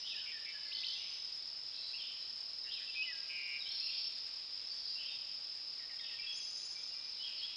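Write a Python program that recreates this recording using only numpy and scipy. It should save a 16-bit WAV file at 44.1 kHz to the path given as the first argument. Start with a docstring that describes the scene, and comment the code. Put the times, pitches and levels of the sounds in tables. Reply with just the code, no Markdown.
"""Songbirds near and far at a woodland edge at dawn: swept sines whistle, buzz, warble and trill, and every
note trails scattered echoes off the trunks. Behind them tree crickets trill near 5 kHz in short falling
wing strokes, a few of them in step. A distant chorus of blurred calls and a flickering hiss lie below.
A small outdoor camera samples at 16 kHz, so the treble is mirrored faintly above 8 kHz."""
import sys
import numpy as np
from scipy import signal
from scipy.fft import rfft, irfft, next_fast_len
from scipy.io import wavfile
from scipy.ndimage import map_coordinates

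SR = 44100
rng = np.random.default_rng(int(sys.argv[2]) if len(sys.argv) > 2 else 0)


def wrap_up_sound(samples):
    """Save the sound to the file named by the first command line argument, as 16-bit audio."""
    columns = np.atleast_2d(samples).T
    # keep every value between -1 and 1, then stretch to whole-number steps
    tamed = np.clip(columns, -1, 1)
    steps = np.round(tamed * 32767).astype(np.int16)
    wavfile.write(sys.argv[1], SR, steps)


def how_loud(loudness_db):
    """Turn decibels into a plain amplitude multiplier (0 dB gives 1, 20 dB gives 10)."""
    steps = np.asarray(loudness_db, float) / 20
    return 10 ** steps


N = 333396
T = np.arange(N) / SR


def unit(x):
    """Scaled to rms 1."""
    return x / np.sqrt(np.mean(x ** 2) + 1e-20)


def along(points, hz):
    """(Hz, value) points read on a log frequency axis."""
    f, v = np.transpose(points)
    return np.interp(np.log(hz + 1), np.log(f + 1), v)


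def filtered(x, response):
    """x shaped by a gain that depends on frequency."""
    m = next_fast_len(N + 8192)
    return irfft(rfft(x, m) * response(np.fft.rfftfreq(m, 1 / SR)), m)[..., :N]


def add(track, s, sound):
    """Mixes a sound into the track from time s, cut off at the track's end."""
    place = track[round(max(s, 0) * SR):][:len(sound)]
    place += sound[:len(place)]


def clock(length):
    """Sample times of a note, in seconds."""
    return np.arange(max(round(length * SR), 64)) / SR


def wobble(rate, count):
    """A smooth random curve of count samples, through rate random knots a second."""
    knots = rng.standard_normal(int(count * rate / SR) + 4)
    return map_coordinates(knots, [np.arange(count) * rate / SR])


def tone(hz, edge):
    """A sine of rms 1 on a pitch curve, before soft ends that together take the share edge of its length."""
    phase = 2 * np.pi * np.cumsum(hz) / SR
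    return np.sqrt(2) * np.sin(phase) * signal.windows.tukey(len(hz), np.clip(edge, 0, 1))


# decay of the far woods' echo: f/Hz, t60/s
WOODS_DECAY = [(1500, 1.03), (3000, 1.17), (6000, 1.3)]


def echoes():
    """One draw of the trunks' scattered answer: decaying noise of energy 1, building up over milliseconds."""
    hz, t, z = signal.stft(rng.standard_normal(SR * 3 // 4), SR, nperseg=256)
    far_woods = how_loud(-60 * t / along(WOODS_DECAY, hz)[:, None])
    nearest_trunks = 1.04 * how_loud(-60 * t / 0.11)
    build_up = 1 - np.exp(-t / 0.0053)
    tail = signal.istft(z * (far_woods + nearest_trunks) * build_up, SR, nperseg=256)[1]
    return tail / np.linalg.norm(tail)


def blurred(track):
    """The echo of a whole track alone, looped so that it is already ringing at the start."""
    return signal.fftconvolve(np.tile(track, 2), echoes())[N:2 * N]


def sing(track, s, note, direct_db, echo_db):
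    """Adds a note and, at a level of its own, a fresh draw of its echoes."""
    add(track, s, how_loud(direct_db) * note)
    add(track, s, how_loud(echo_db) * signal.fftconvolve(note, echoes()))


# tone colour of air and circuit noise, before scaling: f/Hz, level/dB (per Hz)
HISS_COLOUR = [(20, -1), (60, 3), (200, 0.5), (600, 2.5), (1500, 2.5), (3000, 0.5), (5500, -5.5),
               (6500, -1.5), (7200, -5), (8000, -12)]


def hiss():
    """Steady air and circuit noise whose treble flickers, all of it at once."""
    noise = rng.standard_normal(N)
    treble = filtered(noise, lambda f: f > 1500)
    flicker = unit(how_loud(1.6 * wobble(50, count=N)))
    flickering = noise + (flicker - 1) * treble
    return how_loud(-64) * unit(filtered(flickering, lambda f: how_loud(along(HISS_COLOUR, f))))


# tone colour of the far birds together, before scaling: f/Hz, level/dB (per Hz)
CHORUS_COLOUR = [(1060, -43), (1800, -13.5), (2110, -13), (2670, -6), (3070, -6), (3580, -3), (4340, 0),
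                 (4600, -7), (5980, -38), (10100, -120)]
# slow swells of the chorus: t/s, level/dB
CHORUS_SWELL = [(0, -56), (1.5, -58.5), (2.5, -59), (4.4, -56.5), (5.6, -57.5), (6.7, -59), (7.56, -55)]


def distant_chorus():
    """Many birds too far to tell apart: random gliding notes heard only as echo, over a noise wash."""
    calls = np.zeros(N)
    t = clock(0.054)
    for s, place, glide, size in rng.random((260, 4)):
        pitch = 2000 + 2600 * place + 16000 * (glide - .5) * t
        add(calls, s * N / SR, how_loud(6 * size) * tone(pitch, edge=.7))
    wash = filtered(rng.standard_normal(N), lambda f: (f > 1800) & (f < 4600))
    mixed = .5 * unit(blurred(calls)) + 1.03 * unit(wash)
    chorus = unit(filtered(mixed, lambda f: how_loud(along(CHORUS_COLOUR, f))))
    return how_loud(np.interp(T, *np.transpose(CHORUS_SWELL))) * chorus


def wing_strokes(rate, start, scatter):
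    """One cricket: each wing stroke is a short tone falling in pitch, with its own phase, pitch and timing."""
    t = clock(0.0182)
    draw = rng.standard_normal((round(N / SR * 45), 3))  # enough strokes for 45 a second
    pitch = 5650 - 62000 * t + 60 * draw[:, :1]
    phase = 2 * np.pi * (np.cumsum(pitch, axis=1) / SR + draw[:, 1:2])
    strokes = np.sin(phase) * np.hanning(len(t)) ** .5
    starts_s = start + np.arange(len(draw)) / rate + scatter * draw[:, 2]
    first = (starts_s * SR).clip(0).astype(int)
    index = first[:, None] + np.arange(len(t))
    return np.bincount(index.ravel(), strokes.ravel(), minlength=N)[:N]


# tone colour of all the crickets together, before scaling: f/Hz, level/dB (per Hz)
CRICKET_COLOUR = [(2470, -39), (4200, -17), (4430, -19), (4740, -4.5), (5110, -0.5), (5280, -1),
                  (5410, -8.5), (5610, -25), (5710, -31), (5800, -22.5), (7540, -81), (12800, -120)]


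def crickets():
    """A near group strokes in step at one rate; the others drift against it and blur in echo."""
    in_step = sum(wing_strokes(38.82, .005, .0015) for _ in range(3))
    others = sum(wing_strokes(rng.uniform(36, 42), rng.uniform(0, .026), .002) for _ in range(12))
    group = 0.54 * unit(in_step) + 0.88 * unit(blurred(others))
    hz, power = signal.welch(group, SR, nperseg=512)

    def colour(f):
        # flatten the strokes' own spectrum, then tint it
        even = (np.interp(f, hz, power) + 1e-3 * power.max()) ** -.5
        return even * how_loud(along(CRICKET_COLOUR, f))

    return how_loud(-45.5) * unit(filtered(group, colour))


# restless notes of far birds: t/s, length/s, centre f/Hz, echo level/dB
WARBLES = [(0.056, 0.066, 3280, -47), (0.749, .061, 3710, -45.5), (0.859, 0.094, 3706, -45.5),
           (0.971, 0.12, 2660, -55), (1.05, 0.086, 3420, -55), (1.738, 0.18, 4340, -47.5),
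           (1.948, 0.14, 2795, -56.5), (1.983, 0.094, 3283, -50), (2.708, 0.041, 3435, -47),
           (2.909, .056, 3236, -49.5), (3.623, .13, 3675, -48), (3.671, 0.41, 4700, -47),
           (3.844, 0.14, 2793, -53), (3.887, 0.092, 3614, -48), (4.636, 0.19, 5800, -67),
           (4.658, 0.32, 4923, -47.5), (4.797, 0.1, 4330, -51.5), (4.986, 0.049, 3008, -49),
           (5.044, 0.077, 2950, -51.5), (6.033, .067, 3010, -48.5), (6.237, 0.096, 2870, -55.5),
           (6.694, 0.2, 3980, -63), (7.098, .17, 3950, -57.5), (7.238, 0.12, 2900, -53),
           (7.387, 0.029, 4040, -50), (7.435, .1, 2920, -56)]


def warbles():
    """Far birds whose pitch saws up and down, heard almost only as echo."""
    out = np.zeros(N)
    for s, length, hz, echo_db in WARBLES:
        t = clock(length)
        phase = 2 * np.pi * 65 * t + 1.5 * wobble(40, count=len(t))
        pitch = hz + 485 * signal.sawtooth(phase, width=.7)
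        sing(out, s, tone(pitch, edge=.3), echo_db - 10, echo_db)
    return out


def high_trill():
    """Each syllable is three rising ticks, then a thin flat flickering whistle; the trill dies away."""
    out, ticks = np.zeros(N), np.zeros(SR // 20)
    first_s, spacing_s = 6.327, .0718
    tick = tone(5850 + 70000 * clock(.008), edge=.9)
    for k in range(3):
        add(ticks, .0138 * k, tick)
    size = len(clock(.045))
    for k in range(8):
        s = first_s + k * spacing_s
        fall_db = 0.26 * k * k
        tick_db, whistle_db = -51 - fall_db, -59.5 - fall_db
        flicker = how_loud(3 * wobble(60, count=size))
        whistle = flicker * tone(6820 + 20 * wobble(40, count=size), edge=.5)
        sing(out, s, ticks, tick_db, tick_db + 2.0)
        sing(out, s + .028, whistle, whistle_db, whistle_db - 6)
    return out


def chips():
    """A chip sung five times: its pitch drops fast and its level dies away; one near the middle is loudest."""
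    out = np.zeros(N)
    first_s, spacing_s = 5.791, .1008
    t = clock(.07)
    decay = how_loud(7 * np.exp(-t / .01) - 60 * t)
    chip = decay * tone(1840 + 700 * np.exp(-t / .007), edge=.12)
    for k in range(5):
        db = -61 - (k - 1.4) ** 2
        sing(out, first_s + k * spacing_s, chip, db, db - 2.0)
    return out


# notes that throb: t/s, length/s, f/Hz, throbs per s, depth (0-1), level/dB before the throb
TREMOLOS = [(.73, 0.099, 6080, 52, .5, -72), (.835, 0.38, 6020, 61, 0.7, -66),
            (3.679, 0.43, 5400, 34, 0.9, -50), (3.702, 0.144, 4270, 26.3, 0.65, -48.5)]


def tremolos():
    """Nearly level notes throbbing in loudness as a cosine swings their amplitude."""
    out = np.zeros(N)
    for s, length, hz, rate, depth, db in TREMOLOS:
        t = clock(length)
        throb = 1 - np.clip(depth, 0, 1) * np.cos(2 * np.pi * rate * t)
        pitch = hz + 25 * wobble(29.46, count=len(t))
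        sing(out, s, throb * tone(pitch, edge=0.061), db, db - 2.0)
    return out


# notes whose pitch swings fast: t/s, length/s, centre f/Hz, level/dB before the swing in loudness
BUZZES = [(0.249, 0.08, 2616, -50), (.444, 0.09, 2500, -51.5), (2.629, 0.082, 1963, -64.5),
          (2.789, 0.069, 1900, -61.5), (3.283, .31, 2632, -46.5)]


def buzzes():
    """Fast pitch swings spread each note into a comb of lines, loudest near the low end."""
    out = np.zeros(N)
    for s, length, hz, db in BUZZES:
        t = clock(length)
        rate_hz = 138 if length > .2 else 151  # long buzzes swing more slowly
        swing = 2 * np.pi * rate_hz * t + .55 * wobble(90, count=len(t))
        sagging = hz + 110 * (.5 - t / t[-1]) + 18 * wobble(25, count=len(t))
        pitch = sagging + .2 * (hz - 870) * np.sin(swing)  # higher notes swing wider
        louder_low = (1 - .5 * np.sin(swing + .5)) * how_loud(wobble(30, count=len(t)))
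        sing(out, s, louder_low * tone(pitch, edge=.05 / length), db, db - 5.5)
    return out


def glide(track, s, length, from_hz, to_hz, db, wetter_db=0):
    """A pure note sliding evenly in pitch, flickering on its way through moving air; near ones are drier."""
    t = clock(length)
    flicker = how_loud(2.2 * wobble(45, count=len(t)))
    unsteady = .007 * from_hz * wobble(70, count=len(t))
    pitch = from_hz + (to_hz - from_hz) * t / t[-1] + unsteady
    near_db = max(db + 52.5, 0)  # louder notes are nearer
    echo_db = db + 1.8 - 0.77 * near_db + wetter_db
    sing(track, s, flicker * tone(pitch, edge=0.0043 / length), db, echo_db)


# notes held on one pitch: t/s, length/s, f/Hz, level/dB before the flicker
HELD = [(0.0, 0.13, 5770, -65), (.075, .11, 3830, -55), (.22, .037, 1516, -68), (0.476, 0.17, 2990, -63.5),
        (0.658, 0.17, 2060, -61.5), (0.725, 0.068, 3030, -54), (0.848, 0.056, 3060, -52),
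        (1.741, 0.057, 2640, -66), (2.021, 0.11, 3040, -57), (2.874, 0.029, 2670, -49.5),
        (2.941, .058, 2377, -54), (3.02, 0.038, 2963, -43), (3.9, 0.14, 4580, -55),
        (4.71, 0.033, 4650, -47), (4.953, .035, 2753, -52.5), (5.084, .075, 3640, -53.5),
        (5.995, 0.06, 3694, -54.5), (6.03, .03, 3330, -57), (6.103, 0.062, 3680, -60.5),
        (6.188, .016, 2370, -52), (6.268, 0.069, 3310, -47), (6.748, 0.063, 2357, -64),
        (6.9, .05, 2830, -66), (6.947, 0.069, 2373, -62), (7.01, 0.038, 2820, -66), (7.036, .05, 2410, -66),
        (7.039, .092, 5980, -66), (7.461, 0.082, 3320, -60)]
# notes slurred between pitches: t/s, length/s, from f/Hz, to f/Hz, level/dB before the flicker
SLURS = [(0.03, .043, 2810, 3130, -57.5), (0.101, 0.042, 2780, 2490, -53.5),
         (0.135, 0.048, 1876, 1696, -63), (0.145, 0.071, 2670, 3190, -54.5), (0.32, 0.022, 2003, 1730, -60),
         (0.335, 0.055, 1820, 1724, -62), (0.534, 0.046, 1756, 1663, -61.5), (.653, 0.076, 4230, 4860, -58),
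         (0.956, .055, 2670, 2910, -53.5), (1.25, 0.036, 3800, 3000, -74), (1.382, 0.023, 3400, 3720, -60),
         (1.933, .023, 2560, 2884, -51.5), (1.984, .035, 3350, 3053, -50), (2.214, .026, 3830, 4200, -58),
         (2.633, .02, 3950, 3750, -56), (2.667, 0.026, 2690, 2875, -55.5), (2.745, 0.047, 2850, 2400, -55),
         (3.06, .032, 2990, 2790, -53), (3.601, 0.027, 3960, 3700, -49), (3.656, 0.041, 3010, 3240, -53.5),
         (3.806, 0.044, 2580, 2775, -55), (3.874, 0.0336, 2480, 2880, -58), (4.861, 0.083, 4670, 4850, -47),
         (4.985, 0.043, 2950, 3156, -56.5), (5.054, 0.034, 3040, 3360, -56), (5.986, .03, 3200, 3470, -55),
         (6.214, 0.043, 2780, 2594, -53.5), (7.192, 0.068, 2920, 3200, -53.5),
         (7.23, 0.048, 3250, 3344, -49.5), (7.26, 0.037, 3010, 2734, -51),
         (7.377, 0.033, 4550, 4350, -48.5), (7.388, 0.034, 2996, 2920, -54),
         (7.424, 0.032, 3220, 3360, -45)]
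# steep upward sweeps: t/s, from f/Hz, to f/Hz, level/dB before the flicker
SWEEPS = [(0.048, 2920, 3900, -56.5), (.924, 3050, 4000, -57), (1.719, 2950, 4400, -59),
          (2.697, 2900, 4400, -55), (2.91, 3020, 4280, -64), (3.138, 4020, 4720, -65)]


def whistles():
    """Held notes, slurs and steep sweeps, all from the same pure gliding tone."""
    out = np.zeros(N)
    for s, length, hz, db in HELD:
        glide(out, s, length, hz, hz, db, wetter_db=-2.5)  # they stand out more from their echo
    for s, length, from_hz, to_hz, db in SLURS:
        glide(out, s, length, from_hz, to_hz, db)
    for s, from_hz, to_hz, db in SWEEPS:
        length = (to_hz - from_hz) / 38000  # all at one speed, in Hz per s
        glide(out, s, length, from_hz, to_hz, db, wetter_db=8.5)  # from deeper in the woods
    return out


# the nearest bird: a swelling whistle, a higher blip, then lower notes fading into a lingering echo
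# near 1.6 kHz: t/s, f/Hz, level/dB
NEAR_PHRASE = [(2.948, 2587, -66), (2.96, 2540, -46.5), (3.0, 2538, -37.5), (3.024, 2553, -36),
               (3.03, 2767, -45), (3.043, 2730, -50), (3.056, 2090, -61), (3.091, 2005, -48),
               (3.116, 1915, -51), (3.126, 1682, -58), (3.159, 1624, -62.5), (3.4, 1610, -74.5),
               (3.78, 1630, -73)]
# a whip upward, then five flicks: t/s, level/dB at the whip's loud end, level/dB of the first flick
WHIPS = [(0.714, -41, -37), (0.831, -37.5, -38)]


def near_bird():
    """Several close notes of one phrase and their lingering echo, drawn as one curve of pitch and level;
    and two whips topped by small rising flicks."""
    out = np.zeros(N)
    s, hz, db = np.transpose(NEAR_PHRASE)
    t = s[0] + clock(s[-1] - s[0])
    phrase = how_loud(np.interp(t, s, db)) * tone(np.interp(t, s, hz), edge=0.022)
    sing(out, s[0], phrase, 0, -8.5)
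    t = clock(.023)
    swell = how_loud(-9 * (1 - t / t[-1]))
    whip = swell * tone(np.interp(t, [0, .011, .023], [2280, 3050, 4680]), edge=.3)
    flick = tone(4250 + 45000 * clock(.008), edge=.9)
    flicks = np.zeros(SR // 8)
    for k in range(5):
        add(flicks, .0178 * k, how_loud(-1.5 * k) * flick)
    for s, whip_db, flick_db in WHIPS:
        sing(out, s, whip, whip_db, whip_db - 3.5)
        sing(out, s + .034, flicks, flick_db, flick_db - 5)
    return out


def scene():
    """Birds over crickets, chorus and hiss."""
    background = hiss() + distant_chorus() + crickets()
    far_birds = warbles() + high_trill() + chips() + tremolos() + buzzes()
    return (background + far_birds + whistles() + near_bird())[None]


def low_pass(x):
    """Removes everything above the highest recorded frequency."""
    return signal.sosfilt(signal.butter(12, 11170, fs=SR, output="sos"), x)


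# mirror image let through by the playback filter: f/Hz, level/dB
MIRROR = [(8000, 0), (8500, -4.5), (9000, -10.5), (9500, -16.5), (10000, -23.5), (10500, -32), (10800, -40),
          (11200, -48.5)]


def record(dry):
    """Sampling keeps half the camera rate; a weak playback filter lets the mirror image through."""
    camera_rate_hz = 16000
    half = camera_rate_hz / 2
    kept = filtered(dry, lambda f: f < half)
    image = 2 * kept * np.cos(2 * np.pi * camera_rate_hz * T)
    image = filtered(image, lambda f: (f >= half) * (f < 11240) * how_loud(along(MIRROR, f)))
    dither = how_loud(-99) * rng.standard_normal(dry.shape)
    return low_pass(kept + image + dither)


dry = scene()
out = record(dry)
wrap_up_sound(out)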